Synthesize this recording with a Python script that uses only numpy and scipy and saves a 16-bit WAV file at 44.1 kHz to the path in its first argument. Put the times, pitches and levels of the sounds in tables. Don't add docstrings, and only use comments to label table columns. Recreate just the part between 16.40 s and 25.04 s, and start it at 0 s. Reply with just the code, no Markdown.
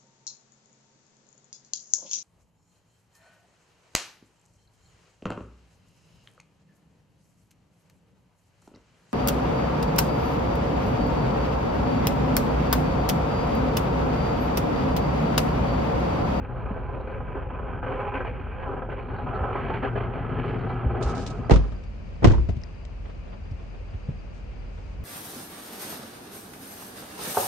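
import sys
import numpy as np
from scipy import signal
from scipy.fft import rfft, irfft, next_fast_len
from scipy.io import wavfile
from scipy.ndimage import map_coordinates

SR = 44100
rng = np.random.default_rng(int(sys.argv[2]) if len(sys.argv) > 2 else 0)


def unload_wav(signal):
    wavfile.write(
        sys.argv[1],
        SR,
        np.round(np.clip(np.atleast_2d(signal).T, -1, 1) * 32767).astype(np.int16),
    )


N = 381024
TIME = np.arange(N) / SR


def amp(db):
    return 10 ** (np.asarray(db) / 20)


def unit(x):
    return x / np.sqrt(np.mean(x ** 2) + 1e-20)


def along(points, hz):
    f, v = np.transpose(points)
    return np.interp(np.log(hz + 1), np.log(f + 1), v)


def curve(points):
    return np.interp(TIME, *np.transpose(points))


def ramp(start_s, end_s):
    return np.clip((TIME - start_s) / (end_s - start_s), 0, 1)


def wobble(rate, t=TIME):
    return map_coordinates(rng.standard_normal(int(t[-1] * rate) + 4), [t * rate])


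def filtered(x, response):
    n = x.shape[-1]
    m = next_fast_len(n + 8192, real=True)
    return irfft(rfft(x, m) * response(np.fft.rfftfreq(m, 1 / SR)), m)[..., :n]


def sides(lean_db):
    return amp(np.array([np.atleast_1d(lean_db), -np.atleast_1d(lean_db)]) / 2)


def coloured(pair, spectrum, coherence):
    turn = lambda hz: np.arccos(np.clip(along(coherence, hz), -1, 1)) / 2
    mid, side = filtered(pair, lambda hz: amp(along(spectrum, hz)) * [np.cos(turn(hz)), np.sin(turn(hz))])
    return unit(np.array([mid + side, mid - side]))


def rush(spectrum, coherence, samples=N):
    return coloured(rng.standard_normal((2, samples)), spectrum, coherence)


def grainy(spectrum, coherence, rate, spread_db):
    return coloured(rng.standard_normal((2, N)) * amp(spread_db * wobble(rate)), spectrum, coherence)


def rise(t, attack):
    return 1 - np.exp(-t / attack)


def impact(t, attack, t60, tail_db, tail_t60):
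    return rise(t, attack) * (amp(-60 * t / t60) + amp(tail_db - 60 * t / tail_t60))


def blows(times, levels_db, attack, t60):
    power = np.zeros(N + SR)
    shape = impact(TIME[:SR], attack, t60, tail_db=-60, tail_t60=0.3)
    for s, db in zip(times, levels_db):
        power[round(s * SR):][:SR] += (amp(db) * shape / shape.max()) ** 2
    return np.sqrt(power[:N])


def strokes(times, lengths, levels_db, attack, t60):
    t, power = TIME[:2 * SR], np.zeros(N + 2 * SR)
    for s, length, db in zip(times, lengths, levels_db):
        shape = rise(t, attack) * amp(-60 * np.maximum(t - length, 0) / t60)
        power[max(round(s * SR), 0):][:2 * SR] += (amp(db) * shape) ** 2
    return np.sqrt(power[:N])


def modes(hz, gains, t):
    phase = rng.uniform(0, 2 * np.pi, hz.shape)
    return gains / np.linalg.norm(gains) * np.sin(2 * np.pi * hz * t + phase)


def add(track, s, sound):
    room = track[:, round(s * SR):][:, :sound.shape[-1]]
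    room += sound[..., :room.shape[1]]


# frequency in Hz, correlation.
OUTSIDE = [(50, 0.96), (150, 0.96), (500, 0.79), (1500, 0.78), (4000, 1)]
# time in seconds, firing rate in Hz.
FIRING_RATE = [(0, 122), (1.2, 123), (2.6, 119), (3.4, 118), (4.0, 119), (4.5, 121), (5.2, 112)]
# frequency in Hz, relative level in dB.
PIPE_SPECTRUM = [(50, -41.5), (105, 6.5), (120, 8.5), (140, 4.5), (240, -13), (400, -2), (700, -61),
                 (3000, -120)]
TYRE_SPECTRUM = [(15, -53), (60, -23.5), (100, 3.5), (160, -0.5), (205, -7), (255, 1), (310, -14),
                 (420, -9), (700, -21), (1500, -61.5), (4000, -120)]
# time in seconds, gain in dB.
ROAR_SWELL = [(0, 6), (1.3, 1.5), (1.7, 2), (2.1, -4), (2.65, -1), (2.95, 1), (3.45, 0), (3.8, -1.5),
              (4.25, 0), (4.75, 0)]
def truck():
    pass_s, speed_m_per_s, nearest_m = 4.15, 23.3, 12.6
    nearness = nearest_m / np.hypot(nearest_m, speed_m_per_s * (TIME - pass_s))
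    cycles = np.cumsum(curve(FIRING_RATE) * (1 + 0.04536 * wobble(40))) / SR
    firings = np.diff(np.floor(cycles), prepend=0) * amp(4.8 * wobble(50))
    drone = unit(filtered(firings, lambda hz: amp(along(PIPE_SPECTRUM, hz))))
    exhaust = amp(-32) * unit(drone + 0.5 * rush(PIPE_SPECTRUM, OUTSIDE))
    ruts_db = 2.5 * wobble(32)
    tyres = amp(-32 + 1.5 * wobble(6.2) + ruts_db) * rush(TYRE_SPECTRUM, OUTSIDE)
    return nearness * amp(curve(ROAR_SWELL)) * (exhaust + tyres)


# frequency in Hz, bandwidth in Hz, gain from afar in dB, gain from nearby in dB.
STEEL_MODES = [(268.8, 6.7, 21, 4), (408, 73, 7.5, 13.5), (521.2, 18, 17, -7.5), (682, 41, -7, 5.5),
               (762.4, 25, 0.5, 10.5), (827.3, 18, 9, 3.5), (1001, 5.9, 13.5, 0), (1032, 13, 5, 4),
               (1259, 24, 4.5, 11), (1323, 44, -11, 8.5), (1550, 56, 8, 7.5), (1668, 44, 1.5, 9.5),
               (1984, 5.8, 0.5, 13.5), (2298, 37, 6.5, 7.5), (2464, 200, 6.5, -3)]
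FLEX_PER_S, FLEX_SHARE, FLEX_DB = 14, 0.011, 3.6
def through_steel(x, modes_db, treble_db):
    f, t, spectra = signal.stft(x.astype(np.float32), SR, nperseg=4096)
    f, power = f[:, None], 1
    for (hz, width, *_), db in zip(STEEL_MODES, modes_db):
        centre = hz * (1 + FLEX_SHARE * wobble(FLEX_PER_S, t))
        strength = unit(amp(FLEX_DB * wobble(FLEX_PER_S, t)))
        power = power + (amp(db) * strength) ** 2 / (1 + (2 * (f - centre) / width) ** 2)
    shelf = amp(treble_db * np.minimum(f / 4000, 1) ** 4)
    return signal.istft(spectra * shelf * np.sqrt(power), SR, nperseg=4096)[1][..., :N]


# start in seconds, length in seconds, scrape level in dB, grit relative to the scrape in dB.
BITES = [(0.073, 0.52, -40, -40), (0.587, 0.35, -43, -12), (0.961, 0.038, -36, -17), (1.1, 0.1, -40.5, -22),
         (1.243, 0.14, -36, -18), (1.425, 0.26, -33, -12), (1.736, 0.059, -34, -7.5),
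         (1.843, 0.037, -36, -5.5), (1.89, 0.25, -49.5, -5.5), (2.175, 0.069, -38, -12.5),
         (2.247, 0.14, -35, -21.5), (2.494, 0.032, -37, -8), (2.561, 0.026, -37, -8.5),
         (2.681, 0.15, -38.5, -13), (2.861, .25, -33, -17.5), (3.119, 0.17, -35.5, -7),
         (3.292, 0.022, -29.5, -13), (3.326, 0.015, -30.5, -3.5), (3.422, 0.025, -28.5, -9.5),
         (3.375, .04, -47, -12), (3.462, .085, -39.5, -15), (3.55, 0.058, -31, -10),
         (3.604, 0.042, -34, -12), (3.716, 0.25, -35.5, -11.5), (3.977, 0.13, -37, -5),
         (4.128, 0.24, -36, -11), (4.362, 0.17, -37.5, -13), (4.54, 0.23, -33.5, -15)]
# start in seconds, level in dB, centre of the ringing in Hz.
JOLTS = [(0.096, -29, 523), (0.163, -31, 825), (0.265, -34.5, 810), (0.488, -27, 530), (0.598, -29.5, 503),
         (0.672, -32, 530), (0.802, -28.5, 820), (0.953, -23.5, 517), (1.1, -27.5, 1030),
         (1.192, -25.5, 517), (1.228, -26, 517), (1.427, -21, 495), (1.468, -23, 516), (1.719, -22.5, 1000),
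         (1.804, -22, 1300), (1.847, -23, 814), (2.42, -21, 480), (2.488, -25, 480), (2.592, -26.5, 400),
         (2.784, -24, 835), (2.861, -26.5, 785), (2.934, -23, 763), (3.038, -19.5, 910),
         (3.153, -18.5, 860), (3.344, -26.5, 400), (3.431, -16, 400), (3.557, -21.5, 400),
         (3.609, -23, 402), (3.89, -26, 400), (4.041, -21.5, 400), (4.298, -22, 980), (4.5, -26.5, 1260)]
# frequency in Hz, relative level in dB.
SCRAPE_SPECTRUM = [(20, -58), (150, -29.5), (250, -12), (380, -2.5), (520, -3.5), (650, -2), (1000, -2),
                   (1400, -5.5), (1750, -16.5), (2200, -34.5), (3200, -27), (4200, -75), (8000, -120)]
GRIT_SPECTRUM = [(600, -39), (1400, 6.5), (2000, 5.5), (2500, 4), (3100, 1), (3700, -17.5), (4400, -18),
                 (4800, -32.5), (5300, -35.5), (6200, -45), (7500, -46), (9000, -62.5), (12000, -66.5)]
def blade():
    drag_db, drag_grit_db = -42, -55
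    start, length, bite_db, grit_db = np.transpose(BITES)
    scrape = np.hypot(amp(drag_db), strokes(start, length, bite_db, attack=0.005, t60=0.27))
    rasp = np.hypot(amp(drag_grit_db), strokes(start, length, bite_db + grit_db, attack=0.005, t60=0.27))
    jolt_s, jolt_db, _ = np.transpose(JOLTS)
    chatter = unit(amp(0.3 * wobble(15) + 0.8 * wobble(50) + 1.5 * wobble(140)))
    lift = blows(jolt_s - 0.02, np.full_like(jolt_s, -7), attack=0.01, t60=0.05)
    contact = chatter / (1 + lift)
    body = np.hypot(scrape * contact, blows(jolt_s, jolt_db - 9.5, attack=0.001, t60=0.087))
    edge = np.hypot(rasp * contact, blows(jolt_s, jolt_db - 33.5, attack=0.0026, t60=0.12))
    grind = grainy(SCRAPE_SPECTRUM, OUTSIDE, rate=600, spread_db=1.5)
    grit = grainy(GRIT_SPECTRUM, OUTSIDE, rate=560, spread_db=1.5)
    near = ramp(1.4, 4.23)
    _, _, far_db, near_db = np.transpose(STEEL_MODES)
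    out = np.zeros((2, N))
    for share, modes_db, treble_db in (1 - near, far_db, -4), (near, near_db, 1):
        low, high = through_steel(np.array([grind, grit]), modes_db, treble_db)
        out += share * (body * unit(low) + edge * unit(high))
    return out


# frequency in Hz, correlation.
INSIDE = [(45, 1), (100, 0.51), (250, 0.028), (1000, 0.041), (5000, 0.065)]
# frequency in Hz, relative level in dB.
RUMBLE_SPECTRUM = [(15, -25), (30, -20.5), (42, -20.5), (54, 0.5), (70, -4), (95, -7), (130, -14.5),
                   (220, -16.5), (300, -29), (600, -33), (1200, -86), (3000, -120)]
def idle():
    firing_hz, fall_db_per_s = 42.83, 0.23
    phase = 2 * np.pi * np.cumsum(firing_hz * (1 + 0.0039 * wobble(15))) / SR
    fundamental = amp(-37 + wobble(6.9)) * np.sin(phase)
    octave = amp(-47 + 2.4 * wobble(4.6)) * np.sin(2 * phase)
    rumble_db = -37 - fall_db_per_s * TIME + 1.4 * wobble(5.4)
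    return fundamental + octave + amp(rumble_db) * rush(RUMBLE_SPECTRUM, INSIDE)


# start in seconds, length in seconds, level in dB.
HISS_FLARES = [(0.015, 0.71, -81.5), (0.113, 0.12, -81.5), (0.599, 0.016, -72), (0.663, 0.051, -79),
               (1.869, 0.013, -73), (2.184, .17, -83.5), (2.592, 0.017, -71), (2.662, .19, -76.5),
               (2.747, 0.032, -68), (2.935, 0.016, -63), (4.033, 0.08, -72), (4.184, 0.022, -63),
               (4.278, .025, -66)]
# frequency in Hz, relative level in dB.
FLARE_SPECTRUM = [(2500, -30.5), (3500, -9), (3850, 5.5), (4450, 1.5), (4800, -20), (6000, -39.5)]
def hiss_flares():
    envelope = strokes(*np.transpose(HISS_FLARES), attack=0.007, t60=0.14)
    return envelope * grainy(FLARE_SPECTRUM, OUTSIDE, rate=240, spread_db=4)


def clangs():
    ring_t60, tilt_db_per_octave = 0.19, -16.5
    out, t = np.zeros((2, N)), TIME[:SR // 2]
    hz, _, far_db, near_db = np.transpose(STEEL_MODES)[:, :, None]
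    for s, db, centre_hz in JOLTS:
        octaves_off = np.abs(np.log2(hz / centre_hz))
        gains = amp((far_db + near_db) / 4 + tilt_db_per_octave * octaves_off + rng.normal(0, 2.2, hz.shape))
        flexed_hz = hz * (1 + FLEX_SHARE * rng.standard_normal(hz.shape))
        envelope = amp(db - 8 - 60 * t / ring_t60) * rise(t, 0.002)
        add(out, s, envelope * modes(flexed_hz, gains, t).sum(axis=0))
    return out


# start in seconds, level in dB, frequency in Hz.
BUMPS = [(0.308, -21, 133), (3.009, -21, 72.3), (4.46, -14, 63), (4.654, -16.5, 64), (6.088, -23, 140),
         (6.165, -30, 136), (6.637, -31, 67.5), (7.112, -26.5, 87), (7.54, -28, 80), (7.687, -26, 135),
         (8.594, -27.5, 58)]
# frequency in Hz, relative level in dB.
KNOCK_SPECTRUM = [(15, -34), (50, -14.5), (100, 11.5), (150, 1), (230, -1.5), (330, -10.5), (480, -17),
                  (1000, -66), (4000, -120)]
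def bumps():
    out, t = np.zeros((2, N)), TIME[:SR // 4]
    for s, db, hz in BUMPS:
        swell = t * hz / 0.67
        add(out, s, amp(db) * swell * np.exp(1 - swell) * np.sin(2 * np.pi * hz * t))
    s, db, hz = np.transpose(BUMPS)
    puffs = blows(s, db + 9 * np.log2(hz / 170), attack=0.0031, t60=0.088)
    return out + puffs * rush(KNOCK_SPECTRUM, OUTSIDE)


# start in seconds, length in seconds, level in dB, pitch in Hz,
# waver as a share of the pitch.
SQUEALS = [(1.465, 0.24, -40, 408.2, 0.0055), (1.56, 0.074, -37, 1008, 0.012),
           (1.578, 0.11, -41, 825, .012), (1.736, 0.034, -37.5, 1013, 0.0038),
           (1.78, 0.032, -41, 762, 0.0063), (1.853, 0.11, -49, 822, 0.0056),
           (2.253, 0.08, -41.5, 993, 0.0058), (2.258, 0.051, -39.5, 804, 0.014),
           (2.76, 0.04, -42, 828, 0.013), (2.92, 0.11, -44.5, 760, 0.007), (3.025, 0.18, -43, 1285, .02),
           (3.14, 0.053, -40.5, 1100, 0.011), (3.3, 0.031, -36, 878, .025), (4.34, 0.47, -44.5, 797, 0.021),
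           (4.578, .04, -39.5, 630, 0.0147), (4.66, 0.053, -40, 1308, 0.012)]
def squeals():
    out = np.zeros(N)
    for s, length, db, hz, waver in SQUEALS:
        phase = 2 * np.pi * np.cumsum(hz * (1 + waver * wobble(90))) / SR
        tone = unit(amp(1.5 * wobble(45)) * np.sin(phase))
        out += strokes([s], [length], [db], attack=0.011, t60=0.25) * tone
    return out


# start in seconds, length in seconds, level in dB.
SPRAYS = [(3.336, 0.21, -85), (4.035, 0.08, -74.5), (4.13, 0.22, -78)]
# frequency in Hz, relative level in dB.
SPRAY_SPECTRUM = [(3000, -6), (5000, 6.5), (5800, -12), (7300, -3), (8300, -18.5), (12000, -37.5)]
def snow_spray():
    envelope = strokes(*np.transpose(SPRAYS), attack=0.012, t60=0.16)
    return envelope * grainy(SPRAY_SPECTRUM, OUTSIDE, rate=200, spread_db=3)


# frequency in Hz, relative level in dB.
VENT_SPECTRUM = [(60, -23), (160, -17.5), (280, -4), (410, -3.5), (560, -2.5), (790, -8.5), (1200, -12),
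                 (1950, -16.5), (2420, -12.5), (2900, -17), (3500, -27), (4900, -24.5), (5700, -32.5),
                 (6500, -30), (7300, -40.5), (8200, -37.5), (9200, -56), (12000, -77.5)]
def heater():
    chirp_hz, chirp_s = 4760, 0.016
    out = amp(-51 + 0.5 * wobble(5)) * rush(VENT_SPECTRUM, INSIDE) * sides(2.9)
    t = TIME[:SR // 20]
    swell = np.sin(np.pi * np.minimum(t / chirp_s, 1)) ** 2
    for when, pitch, glide, strength, side in rng.uniform(-1, 1, size=(170, 5)):
        hz = chirp_hz * (1 + 0.02 * pitch + 0.02 * glide * t / chirp_s)
        chirp = amp(-66.5 + 4.4 * strength) * swell * np.sin(2 * np.pi * np.cumsum(hz) / SR)
        add(out, (when + 1) / 2 * N / SR, chirp * sides(4 * side))
    return out


# start in seconds, length in seconds, level in dB.
JACKET_PULLS = [(4.604, 0.11, -50.5), (4.746, 0.086, -50), (4.89, 0.093, -64), (6.62, 0.089, -73),
                (7.15, 0.09, -75), (7.917, .07, -66), (8.295, 0.24, -70)]
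# start in seconds, level in dB.
CREASES = [(4.625, -31.5), (4.6932, -41), (4.748, -41), (4.775, -40.5), (4.862, -34), (4.873, -39),
           (4.9, -39)]
# frequency in Hz, relative level in dB.
CLOTH_SPECTRUM = [(1290, -30), (2200, -5), (2680, -2.5), (3260, -5), (3850, -2), (6200, -4.5), (9130, -15),
                  (11900, -93), (20100, -120)]
def jacket():
    s, db = np.transpose(CREASES)
    rubs = strokes(*np.transpose(JACKET_PULLS), attack=0.02, t60=0.17)
    snaps = blows(s, db - 6.5, attack=0.0022, t60=0.081)
    return np.hypot(rubs, snaps) * grainy(CLOTH_SPECTRUM, INSIDE, rate=2000, spread_db=3) * sides(1.5)


# start in seconds, clack level in dB,
# clack pitch in Hz, crack level in dB, knock level in dB, left minus right in dB.
DOOR_CONTACTS = [(5.096, -18.5, 630, -39, -35, -3.5), (5.108, -15, 940, -27.5, -21, -1),
                 (5.114, -16.5, 479, -36.5, -17.5, -12.5), (5.119, -16, 250, -46, -30, -2),
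                 (5.136, -21.5, 560, -33.5, -20, -3.5), (5.159, -29, 1190, -36, -17.5, 3.5),
                 (5.239, -41.5, 1180, -67, -38, -11), (5.32, -41.5, 596, -58.5, -41, 6),
                 (5.822, -34, 700, -61.5, -26, -1.5), (5.829, -23.5, 800, -49, -23, 3),
                 (5.843, -12.5, 1046, -24.5, -17, -1), (5.847, -9, 334, -33.5, -10.5, 1),
                 (5.871, -20.5, 330, -34.5, -11.5, -2), (5.88, -29.5, 1300, -41.5, -34, 1),
                 (5.899, -24, 324, -43, -20.5, -1), (5.908, -31, 1470, -46, -35, 0),
                 (5.917, -33, 590, -42.5, -23, 8.5), (5.935, -29.5, 940, -47.5, -37, 0),
                 (5.945, -31, 1040, -53, -38, -4), (5.981, -38.5, 1050, -59, -35, -7),
                 (6.089, -34.5, 690, -48, -26.5, 9.5), (6.166, -55, 330, -57, -35.5, 5)]
# frequency on the first door in Hz, on the second door in Hz,
# relative level in dB, 60 dB decay time in seconds.
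PANEL_MODES = [(216, 235, 6, .2), (294, 250, 1, 0.12), (422, 340, -2, .18), (519, 570, -4, 0.21),
               (638, 710, -5, 0.16), (778, 950, -5.5, 0.14), (954, 1060, -2.5, 0.11),
               (1040, 1400, -14, 0.15), (1220, 1450, -5, 0.093)]
# frequency in Hz, relative level in dB.
CLACK_SPECTRUM = [(120, -24), (300, 8.5), (480, 5.5), (680, 0), (900, -5.5), (1300, -7), (1600, -11),
                  (1900, -11), (2600, -20.5), (5000, -63), (9000, -120)]
CRACK_SPECTRUM = [(900, -28.5), (2000, 2), (2800, 4), (4000, -1), (6000, -4), (8300, -15), (9100, -23.5),
                  (9800, -41), (12000, -42.5)]
# frequency in Hz, correlation.
DOOR_COHERENCE = [(60, 0.36), (300, 0.24), (1000, 0.13), (5000, .06)]
def doors():
    second_door_s = 5.6
    out, t = np.zeros((2, N)), TIME[:SR // 2]
    noise = lambda spectrum: rush(spectrum, DOOR_COHERENCE, len(t))
    first_hz, second_hz, mode_db, mode_t60 = np.transpose(PANEL_MODES)[:, :, None]
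    for s, clack_db, clack_hz, crack_db, knock_db, lean_db in DOOR_CONTACTS:
        resonance = lambda f: 1 + amp(7.5) / (1 + (np.log2((f + 1) / clack_hz) / 0.22) ** 2)
        clack = amp(clack_db + 4.5) * unit(filtered(noise(CLACK_SPECTRUM), resonance))
        clack *= impact(t, attack=0.00074, t60=0.044, tail_db=-22.5, tail_t60=0.45)
        crack = amp(crack_db + 0.5) * noise(CRACK_SPECTRUM)
        crack *= impact(t, attack=0.00035, t60=0.074, tail_db=-24, tail_t60=0.66)
        knock = amp(knock_db + 6) * noise(KNOCK_SPECTRUM)
        knock *= impact(t, attack=0.0026, t60=0.074, tail_db=-19, tail_t60=0.6)
        hz = second_hz if s > second_door_s else first_hz
        gains = resonance(hz) * amp(mode_db + rng.normal(0, 1, hz.shape))
        panel = modes(hz, gains, t) * amp(-60 * t / mode_t60)
        ring = amp(clack_db - 7.5) * panel.sum(axis=0) * rise(t, 0.0015)
        add(out, s, (clack + crack + knock + ring) * sides(lean_db))
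    return out


# start in seconds, level in dB,
# factor on the modes' frequencies, factor on their interaural phase.
AIR_PUSHES = [(5.117, -9.5, 0.91, 1.7), (5.846, -11, 1.04, 1.7), (5.887, -10.5, 0.97, 3.55),
              (5.979, -14.5, 1.08, .3), (6.094, -24, 1.2, 0.25)]
# frequency in Hz, level in dB, 60 dB decay time in seconds,
# interaural phase in radians.
AIR_MODES = [(31.6, -2, 0.26, 2), (56.35, 4, 0.46, 0.56), (80.7, -4.5, 0.087, 1.6),
             (95.4, -11.5, 0.25, 3.5), (133, -13, 0.098, 0.85), (197, -26, 0.18, 0.8),
             (220, -25, 0.091, 0.83), (326.5, -21.5, 0.33, 1.4)]
def cabin_boom():
    out, t = np.zeros((2, N)), TIME[:SR]
    for s, push_db, pitch, apart in AIR_PUSHES:
        ring = np.zeros((2, len(t)))
        for hz, db, t60, lag in AIR_MODES:
            ear_phase = apart * np.array([[lag], [-lag]]) / 2
            decay = amp(db + rng.normal(0, 1) - 60 * t / t60)
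            ring += decay * np.sin(2 * np.pi * pitch * hz * t + ear_phase)
        add(out, s, amp(push_db) * ring * rise(t, 0.01))
    return out


# start in seconds, ring in dB, click in dB, left minus right in dB.
TICKS = [(5.437, -66, -53, -4), (6.104, -58, -62.5, 1), (6.216, -51, -60, -2), (6.236, -36, -58, 5.5),
         (6.451, -62, -47, 4), (7.112, -55, -59, -2)]
# frequency in Hz, level in dB, 60 dB decay time in seconds.
CATCH_MODES = [(1930, -8, 0.025), (4160, -13, .015), (4980, 2, 0.012), (5470, 1.5, 0.012)]
# frequency in Hz, relative level in dB.
CLICK_SPECTRUM = [(800, -18), (2000, 2), (4500, -0.5), (8000, -7), (9000, -16), (10500, -40)]
def ticks():
    out, t = np.zeros((2, N)), TIME[:SR // 10]
    for s, ring_db, click_db, lean_db in TICKS:
        ring = sum(amp(db - 60 * t / t60) * np.sin(2 * np.pi * hz * t) for hz, db, t60 in CATCH_MODES)
        click = rush(CLICK_SPECTRUM, INSIDE, len(t)) * amp(-60 * t / 0.028)
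        add(out, s, (amp(ring_db) * ring + amp(click_db) * click) * rise(t, 0.00043) * sides(lean_db))
    return out


# start in seconds, level in dB.
SCUFFS = [(6.65, -45), (6.69, -46), (6.87, -51), (6.922, -43.5), (7.225, -53), (7.05, -51), (7.19, -49),
          (7.337, -48.5), (7.485, -51), (7.53, -49), (7.672, -53), (8.22, -50.5), (8.375, -47.5)]
# frequency in Hz, relative level in dB.
SNOW_SPECTRUM = [(100, -32), (330, -3), (650, -1.5), (1200, -13.5), (2000, -18.5), (3500, -22.5),
                 (8000, -76)]
def footsteps():
    s, db = np.transpose(SCUFFS)
    envelope = blows(s, db + 0.5, attack=0.007, t60=0.1)
    return envelope * grainy(SNOW_SPECTRUM, INSIDE, rate=320, spread_db=0.5)


# frequency in Hz, left minus right in dB.
CABIN_LEAN = [(60, -5), (140, 5.5), (400, 1), (1100, -3), (2500, 1)]
def scene():
    highway = 1 - ramp(4.93, 5.49)
    parked = ramp(4.58, 4.85)
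    plough = truck() + blade() + hiss_flares() + clangs() + squeals() + snow_spray()
    plough = filtered(plough, lambda hz: sides(along(CABIN_LEAN, hz)))
    car = idle() + bumps() + parked * heater() + jacket() + doors() + cabin_boom() + ticks()
    return highway * plough + car + footsteps()


HISS_DB, HISS = -84, [(3000, -2), (7500, -6), (10000, -13), (12000, -4.5)]
def record(dry):
    ceiling, top_hz = 0.95, 12400
    heard = dry + amp(HISS_DB) * rush(HISS, INSIDE)
    rounded = heard / (1 + np.abs(heard / ceiling) ** 6) ** (1 / 6)
    return filtered(rounded, lambda hz: hz < top_hz)


dry = scene()
out = record(dry)
unload_wav(out)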